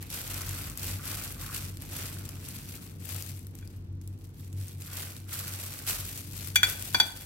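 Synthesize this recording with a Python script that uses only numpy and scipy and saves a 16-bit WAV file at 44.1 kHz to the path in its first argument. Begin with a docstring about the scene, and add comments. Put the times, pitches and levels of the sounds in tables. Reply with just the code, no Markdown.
"""A hand in a thin plastic glove spreads shredded vegetables on a wrapper, close by, in a small kitchen.
The film buckles in avalanches of tiny ringing snaps and rubs on the food; stiffer creases tick singly.
Chopsticks drag through the food by many small slips, and knock a china bowl: one faint knock midway,
two double clinks near the end, each a noise crack and clatter with decaying modes of bowl and sticks.
Behind, a motor hums in wavering low tones over rumbling noise; diffuse echoes follow hands and bowl."""
import sys
import numpy as np
from scipy import signal
from scipy.fft import rfft, irfft, next_fast_len
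from scipy.io import wavfile
from scipy.ndimage import uniform_filter1d

SR = 44100
rng = np.random.default_rng(int(sys.argv[2]) if len(sys.argv) > 2 else 0)


def wav_record(signal):
    """Record a signal, one row per channel, as 16-bit PCM in the file named by sys.argv[1]."""
    frames = np.transpose(np.atleast_2d(signal))
    bounded = np.clip(frames, -1, 1)
    # unit amplitude maps onto the largest positive 16-bit level
    quanta = np.round(bounded * 32767).astype(np.int16)
    wavfile.write(sys.argv[1], SR, quanta)


N = 320120
T = np.arange(N) / SR

# path of the hand, further left when it lifts off the food: (time [s], left over right [dB])
HAND_PAN = [(0.0, 0.5), (2.6, 0.7), (3.03, 7), (3.6, 5), (4.5, 0), (5.95, 0), (6.4, 5), (7.1, 3.5),
            (7.26, -1)]
# every movement slackens a little as it goes on and dies away once it stops
SAG_DB_PER_S, RELEASE_DB_PER_S = 5.0, 95.0
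# the glove never lies quite still: floor of the crackle, and lone ticks set above the crackle on average
RESTING_DB, TICKS_PER_S, TICK_ABOVE_DB = -77.0, 12.0, 7.5
ROOM_T60_S = 0.47
CUTOFF_HZ = 16100


def from_db(db):
    """Amplitude gain is ten to the power of decibels over twenty."""
    return 10 ** (np.asarray(db) / 20)


def rms_one(x):
    """Normalisation to unit mean power."""
    return x / np.sqrt(np.mean(x ** 2) + 1e-20)


def in_time(rows):
    """Linear interpolation of a curve at every sample."""
    return np.interp(T, *np.transpose(rows))


def panned(db):
    """Level difference between the ears at constant total power; positive is left."""
    gains = from_db(np.array([[.5], [-.5]]) * db)
    return gains / np.sqrt(np.mean(gains ** 2, axis=0))


def drift(rate):
    """Band-limited random fluctuation of spread 1 that changes about rate times a second."""
    walk = uniform_filter1d(rng.standard_normal(8192), size=3)
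    return np.interp(T * rate * 2, np.arange(len(walk)), rms_one(walk))


def coloured(x, spectrum):
    """Minimum-phase filtering: folding the cepstrum makes the response to a spectrum causal."""
    length = x.shape[-1]
    size = 2 * next_fast_len(length // 2 + SR // 10)
    hz, db = np.transpose(spectrum)
    bins_hz = np.arange(size // 2 + 1) * SR / size
    gain = from_db(np.interp(np.log(bins_hz + 1), np.log(hz), db))
    cepstrum = irfft(np.log(gain))
    cepstrum[1:size // 2] *= 2
    cepstrum[size // 2 + 1:] = 0
    response = np.exp(rfft(cepstrum))
    return irfft(rfft(x, size) * response)[..., :length]


def burst(t60, size):
    """Exponentially decaying noise of unit energy, independent at the two ears."""
    dying = rng.standard_normal((2, size)) * from_db(-60 * np.arange(size) / SR / t60)
    return dying / np.sqrt(np.sum(dying ** 2, axis=1, keepdims=True))


def add(out, s, sound):
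    """Superposition of a short sound at time s."""
    start = round(s * SR)
    out[:, start:start + sound.shape[1]] += sound[:, :N - start]


def movements(rows):
    """Powers of movements sum; each rises, sags, then dies away. Gives the level in dB."""
    power = 1e-12
    for start, rise_s, length_s, db in rows:
        age = np.maximum(T - start, 0)
        sag_db = SAG_DB_PER_S * np.maximum(age - rise_s, 0)
        release_db = RELEASE_DB_PER_S * np.maximum(age - length_s, 0)
        rise = np.minimum(age / max(rise_s, .005), 1)
        power = power + (rise * from_db(db - sag_db - release_db)) ** 2
    return 10 * np.log10(power)


def film(per_s, spread_db, clump_db, t60, likeness, low_hz, high_hz, ring_db, count=48):
    """Avalanche process: buckles or slips set off others, each with its own pitch and brief ring."""
    # activity jumps at each upset, then dies away
    upsets = (rng.random(N) < 55 / SR) * rng.exponential(1, N)
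    avalanche = signal.lfilter([1], [1, -np.exp(-1 / (.008 * SR))], upsets)
    surge = from_db(clump_db * np.minimum(avalanche, 2))
    born = rng.random(N) < per_s * surge / SR
    size = from_db(spread_db * np.minimum(rng.exponential(1, N), 4.5))
    clicks = born * np.sqrt(surge) * size * rng.choice([-1, 1], N)
    # slow changes of level are evened out
    power = uniform_filter1d(uniform_filter1d(clicks ** 2, size=2600), size=1300)
    clicks = clicks / np.sqrt(np.abs(power) + 0.0013)

    # a stock of rings, partly shared between the ears
    shared = np.clip(likeness, 0, 1)
    rings = []
    for hz in np.geomspace(low_hz, min(high_hz, .4 * SR), count):
        tick = np.sqrt(1 - shared) * burst(t60, size=384) + np.sqrt(shared) * burst(t60, size=384)[:1]
        ring = tick + from_db(ring_db) * signal.lfilter(*signal.iirpeak(hz, 3, fs=SR), tick)
        rings.append(rms_one(ring))

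    # one ring, drawn at random, at every click
    at = np.flatnonzero(born)
    grains = np.array(rings)[rng.integers(0, count, len(at))] * clicks[at, None, None]
    places = (at[:, None] + np.arange(grains.shape[2])).ravel()
    return np.array([np.bincount(places, side.ravel(), N)[:N] for side in grains.swapaxes(0, 1)])


def glove(crackle_db, rub_db, busy=.35, flutter_db=1.1):
    """Buckling of the free film crackles brightly; friction under the fingers rubs more dully."""
    # spectra: (frequency [Hz], relative density [dB per Hz])
    crackle_colour = [(300, -23), (1000, -6), (2500, -2), (4500, -1), (6800, -1), (8100, 3), (9300, -1.5),
                      (11000, 3), (12300, 4), (14000, 2), (15800, 0), (17000, -60)]
    rub_colour = [(150, -5), (450, 6), (750, 3.5), (1050, 0), (1450, 0), (2000, 1.5), (2500, 3),
                  (3500, -1.5), (6000, -7), (16000, -55)]
    # louder movement also makes the events denser
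    effort = from_db(busy * (crackle_db + 42))
    crackle = film(1800 * effort, spread_db=3.0, clump_db=3.0, t60=0.0097, likeness=0.021,
                   low_hz=2630, high_hz=16300, ring_db=0.5)
    rub = film(1100 * effort, spread_db=3.0, clump_db=4.0, t60=0.013, likeness=0.28,
               low_hz=780, high_hz=3550, ring_db=-3.0)
    crackle = rms_one(coloured(crackle, crackle_colour)) * from_db(crackle_db - 0.02)
    rub = rms_one(coloured(rub, rub_colour)) * from_db(rub_db + 1.0)
    both = crackle * panned(in_time(HAND_PAN)) + rub * panned(1.0)
    # the film sticks and slips, so both sounds flutter together
    return both * from_db(flutter_db * drift(45))


def snaps(crackle_db, spread_db=5.0, ring_db=0.5, low_hz=3000, high_hz=13000):
    """Snap-through instability: a stiff crease flips with a sharp pitched tick and a brief shiver."""
    # single creases: (time [s], relative level [dB], pitch [Hz], left over right [dB])
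    creases = [(0.0258, -25.5, 12600, 1), (0.102, -22.5, 4500, 1), (0.2768, -22.5, 6000, 4),
               (0.3422, -19.5, 6000, 3), (0.4918, -19, 9000, 6), (0.6983, -25, 8996, 4),
               (0.774, -18, 7000, 6), (1.3223, -26, 12000, 1.5), (1.6501, -45, 9020, -5),
               (1.7704, -25.5, 3996, 2), (1.8204, -27, 11960, 4), (2.2528, -29.5, 7010, 15),
               (2.2897, -21.5, 6000, 9), (2.4867, -23, 8995, 2), (3.0541, -25, 12990, 17),
               (3.09, -20.5, 13000, 14), (3.223, -21, 5010, 3), (3.263, -29, 6980, 10),
               (3.3922, -34, 9020, 11), (3.468, -32, 13010, 7.5), (3.5518, -31, 9020, 3),
               (3.5872, -34, 7010, 9), (3.6745, -33, 5010, 11), (4.0136, -37, 6000, 8),
               (4.0752, -31.5, 8990, -1), (4.528, -34, 7500, -1), (4.6813, -31, 8000, 11),
               (4.8214, -29.5, 8008, 5), (5.165, -26, 4000, 5), (6.3775, -26, 6000, 11),
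               (6.4725, -21, 11520, 17), (6.698, -15.5, 12010, 7), (6.9362, -28, 8000, 10)]
    # spectrum: (frequency [Hz], gain [dB])
    snap_colour = [(300, -16), (1200, -1), (3000, 1), (8000, 7), (12000, 9.5), (16000, 4)]
    # smaller creases flip at random, with a level that follows the crackle
    at = np.flatnonzero(rng.random(N) < TICKS_PER_S / SR)
    tick_db = crackle_db[at] + TICK_ABOVE_DB + spread_db * rng.standard_normal(len(at))
    tick_hz = low_hz * (high_hz / low_hz) ** rng.random(len(at))
    small = np.transpose([T[at], tick_db, tick_hz, in_time(HAND_PAN)[at]])

    out = np.zeros((2, N))
    for s, db, hz, pan_db in [*creases, *small]:
        shiver = from_db(-7) * burst(t60=0.024, size=640)
        tick = burst(t60=.005, size=640) + shiver
        resonance = signal.iirpeak(min(hz, .4 * SR), 4, fs=SR)
        tick = tick + from_db(ring_db) * signal.lfilter(*resonance, tick)
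        add(out, min(s + .0008, T[-1]), from_db(db + 1.0) * panned(pan_db) * tick)
    return coloured(out, snap_colour)


def chopsticks():
    """Stick-slip excitation: many small slips of the tips keep the sticks' bending note sounding."""
    # drags through the food: (start [s], rise [s], length [s], relative level [dB])
    drags = [(0.11, 0.04, 0.04, -47), (0.26, 0.059, 0.42, -47), (0.83, 0.036, 0.15, -55),
             (0.94, 0.11, 0.27, -44.5), (1.33, 0.13, 0.2, -45), (1.9, 0.089, 0.18, -50),
             (2.19, 0.019, 0.64, -60.5), (4.82, 0.096, 0.21, -49.5), (5.24, 0.11, 0.24, -47),
             (5.61, 0.05, 0.23, -54), (5.85, 0.031, 0.043, -43)]
    # spectrum: (frequency [Hz], relative density [dB per Hz])
    drag_colour = [(200, -28), (800, -43.5), (1050, -3.5), (1300, -5), (1520, -2.5), (1720, -9.5),
                   (2100, -8), (4000, -40), (16000, -63)]
    slips = film(500, spread_db=3.5, clump_db=3.0, t60=0.0052, likeness=0.62,
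                 low_hz=1220, high_hz=1880, ring_db=7)
    return rms_one(coloured(slips, drag_colour)) * from_db(movements(drags) - 5.0) * panned(0.93)


def clinks(left_lead_rad=1.59, rise_s=0.0013, crack_db=12, clatter_db=21):
    """Modal excitation by impact: a crack and short clatter, while modes of bowl and sticks decay."""
    # knocks; the spot struck favours some modes:
    # (time [s], relative level [dB], then the extra gain [dB] at each of spot_hz)
    knocks = [(3.625, -47.5, -5, 6, -1, -11, -14, -18), (6.5574, -9.5, -12, 0.5, 0, -3, -4, 2),
              (6.6313, -12, -9.5, 7, 2, -0.5, -5, -0.5), (6.646, -29.5, -4, 11, 9, -14, 13, 5),
              (6.9455, -16.5, 5.5, 8, 1, -3, 6, -3), (6.9999, -12, 0, 3.5, -6, 1, 4, -3.5)]
    # where the extra gains apply: (frequency [Hz])
    spot_hz = [900, 1550, 2374, 3397, 4600, 6500]
    # modes of the china bowl: (frequency [Hz], relative level [dB], T60 [s], left over right [dB])
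    bowl_modes = [(2369, -10.5, 0.18, 1.5), (3398, 3, 0.07, -0.5), (4592, -6.5, 0.074, 3.5),
                  (5956, -11.5, 0.09, 3), (6949, -14.5, 0.05, 11), (7472, -13.5, 0.062, 13),
                  (10850, -14.5, 0.06, 15)]
    # close modes of the sticks, a clack that dies at once: same columns
    # (frequency [Hz], relative level [dB], T60 [s], left over right [dB])
    wood_modes = [(1520, -2.5, .028, -1), (1690, -8, .024, 0), (1812, -16, .02, 0), (2082, -15, .02, 3),
                  (2480, -5.5, .022, 1), (3720, -15, .022, -2)]
    # clatter of stick on china: (frequency [Hz], relative density [dB per Hz])
    clatter_colour = [(120, -13), (280, -1), (500, -14.5), (780, 5.5), (1030, 2.5), (1220, -11), (1550, -8),
                      (2100, 3), (2900, -4.5), (3600, 2.5), (5200, -10), (7000, -6), (9500, -17.5),
                      (11200, -3), (16000, -16)]
    out, t = np.zeros((2, N)), T[:SR // 4]
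    for s, db, *spot_db in knocks:
        for hz, mode_db, t60, pan_db in [*bowl_modes, *wood_modes]:
            gain_db = db + mode_db + np.interp(hz, spot_hz, spot_db)
            # the ring reaches the two ears out of step
            phase = 2 * np.pi * (hz * t + rng.random()) + left_lead_rad * np.array([[1], [0]])
            envelope = from_db(gain_db - 60 * t / t60) * (1 - np.exp(-t / rise_s))
            add(out, s, envelope * np.sin(phase) * panned(pan_db))
        crack = from_db(crack_db) * burst(t60=0.0035, size=4096)
        clatter = from_db(clatter_db) * coloured(burst(t60=0.087, size=4096), clatter_colour)
        impact = coloured(crack + clatter, list(zip(spot_hz, spot_db)))
        add(out, s, from_db(db) * impact * panned(2.5))
    return out


def kitchen(x):
    """Diffuse reverberation: hard walls return a decaying tail, its treble partly absorbed."""
    # the tail begins 5 ms late
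    tail = np.pad(burst(ROOM_T60_S, size=24000), ((0, 0), (SR // 200, 0)))
    echo = signal.fftconvolve(x, tail, axes=1)[:, :N]
    return coloured(echo, [(300, 9.5), (1500, 0.5), (3400, 0.0), (7000, -2), (15000, -9)])


def air(spectrum):
    """Interaural coherence of steady noise: alike at both ears in the bass, wide in the treble."""
    # (frequency [Hz], side against mid [dB])
    air_width = [(60, -18.5), (130, -13.5), (280, -9.5), (600, -5.5), (1500, 4.5)]
    mid, side = rng.standard_normal((2, N))
    stereo = mid + coloured(side, air_width) * [[1], [-1]]
    return rms_one(coloured(stereo, spectrum))


def motor(waver_rad=0.59, waver_db=2.5):
    """Phase and amplitude modulation: low tones waver at random over a rumble of air and a deep thrum."""
    # tones: (frequency [Hz], relative level [dB])
    hum_tones = [(47, -22.5), (93.7, -0.5), (100, -9.5), (140.5, -14.5), (176, -20.5), (231, -29),
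                 (328, -24)]
    # spectra of moving air and deep thrum: (frequency [Hz], relative density [dB per Hz])
    rumble_colour = [(30, -27), (70, 0), (110, 3), (145, 2.5), (210, -5.5), (290, -5.5), (380, -15),
                     (460, -15.5), (560, -25), (900, -29.5), (2000, -38), (6000, -44.5), (16000, -69)]
    thrum_colour = [(15, -32), (28, -44), (44, 15), (60, 5), (75, 8), (100, -6), (200, -56), (1000, -74)]
    # courses of level: (time [s], relative level [dB])
    hum_level = [(0.0, -40), (0.08, -53), (0.55, -36), (0.74, -53), (0.89, -36), (1.03, -46), (2.3, -42.5),
                 (2.65, -50), (3.2, -42), (3.75, -47.5), (4.06, -38), (4.33, -47), (4.48, -39),
                 (4.9, -44.5), (5.5, -42), (6.1, -45.5), (6.8, -43.5), (7.26, -47.5)]
    rumble_level = [(0.0, -46.5), (0.9, -45.5), (2.2, -45), (3.8, -48.5), (4.0, -50), (4.25, -48.5),
                    (5.7, -49), (6.6, -46.5), (7.26, -52.5)]
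    thrum_level = [(0.0, -57), (0.4, -47), (0.8, -47.5), (1.0, -53), (1.7, -52.5), (2.0, -58), (3.4, -59),
                   (3.8, -50.5), (4.6, -66), (5.7, -66), (5.95, -53.5), (7.26, -54)]
    hum = np.zeros(N)
    for hz, db in hum_tones:
        phase = 2 * np.pi * (hz * T + rng.random()) + waver_rad * drift(7)
        hum += from_db(db) * np.sqrt(2) * np.sin(phase)
    hum = hum * from_db(in_time(hum_level) + waver_db * drift(16))
    rumble = air(rumble_colour) * from_db(in_time(rumble_level))
    thrum = air(thrum_colour) * from_db(in_time(thrum_level) + 2)
    return (hum + rumble + thrum) * panned(0.93)


def scene():
    """Superposition of glove, chopsticks and bowl, their echoes in the room, and the motor behind."""
    # strokes of the gloved hand: (start [s], rise [s], length [s],
    # relative level of the film's crackle [dB], relative level of the rubbing on the food [dB])
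    strokes = [(0.0, 0.0078, 0.052, -49.5, -54.5), (0.09, 0.036, 0.096, -37.5, -48.5),
               (0.22, 0.099, 0.2, -38.5, -47.5), (0.446, 0.04, 0.2, -40, -50),
               (0.74, 0.1, 0.16, -37.5, -48), (1.0, 0.059, 0.26, -38.5, -49),
               (1.368, 0.035, 0.12, -42.5, -53.5), (1.49, 0.058, 0.069, -35.5, -48.5),
               (1.78, 0.04, 0.1, -48.5, -55.5), (1.87, 0.088, 0.19, -39, -48), (2.12, 0.01, 0.24, -49, -57),
               (2.378, 0.078, 0.24, -46, -58.5), (2.66, 0.02, 0.08, -46.5, -58),
               (2.8, 0.03, 0.06, -50, -60.5), (2.98, 0.12, 0.22, -41.5, -52.5),
               (3.25, 0.02, 0.061, -47.5, -65), (3.53, 0.01, 0.21, -60.5, -67.5),
               (4.002, 0.0091, 0.14, -66.5, -81), (4.169, 0.031, 0.087, -60, -86),
               (4.329, 0.05, 0.13, -57.5, -70.5), (4.52, 0.087, 0.17, -49.5, -61.5),
               (4.77, 0.05, 0.15, -47.5, -59), (4.87, 0.14, 0.14, -37.5, -47.5),
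               (5.08, 0.032, 0.043, -50.5, -63), (5.265, 0.08, 0.12, -36.5, -50),
               (5.42, 0.063, 0.38, -41, -52.5), (5.855, 0.03, 0.055, -31, -45),
               (6.02, 0.031, 0.17, -41, -57), (6.26, 0.12, 0.22, -41.5, -56),
               (6.598, 0.08, 0.1, -35, -46.5), (6.77, 0.04, 0.3, -41.5, -55.5),
               (7.14, 0.02, 0.11, -46, -56.5)]
    crackle_db = movements([(s, rise, length, db) for s, rise, length, db, _ in strokes])
    crackle_db = np.maximum(crackle_db, RESTING_DB)
    rub_db = movements([(s, rise, length, db) for s, rise, length, _, db in strokes])
    hands = glove(crackle_db, rub_db) + snaps(crackle_db) + chopsticks()
    bowl = clinks()
    echo = kitchen(from_db(-10) * hands + from_db(-12) * bowl)
    return hands + bowl + echo + motor()


def record(dry):
    """Band limiting: a steep elliptic low-pass cuts the top."""
    low_pass = signal.ellip(12, .2, 80, CUTOFF_HZ, fs=SR, output="sos")
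    return signal.sosfilt(low_pass, dry)


dry = scene()
out = record(dry)
wav_record(out)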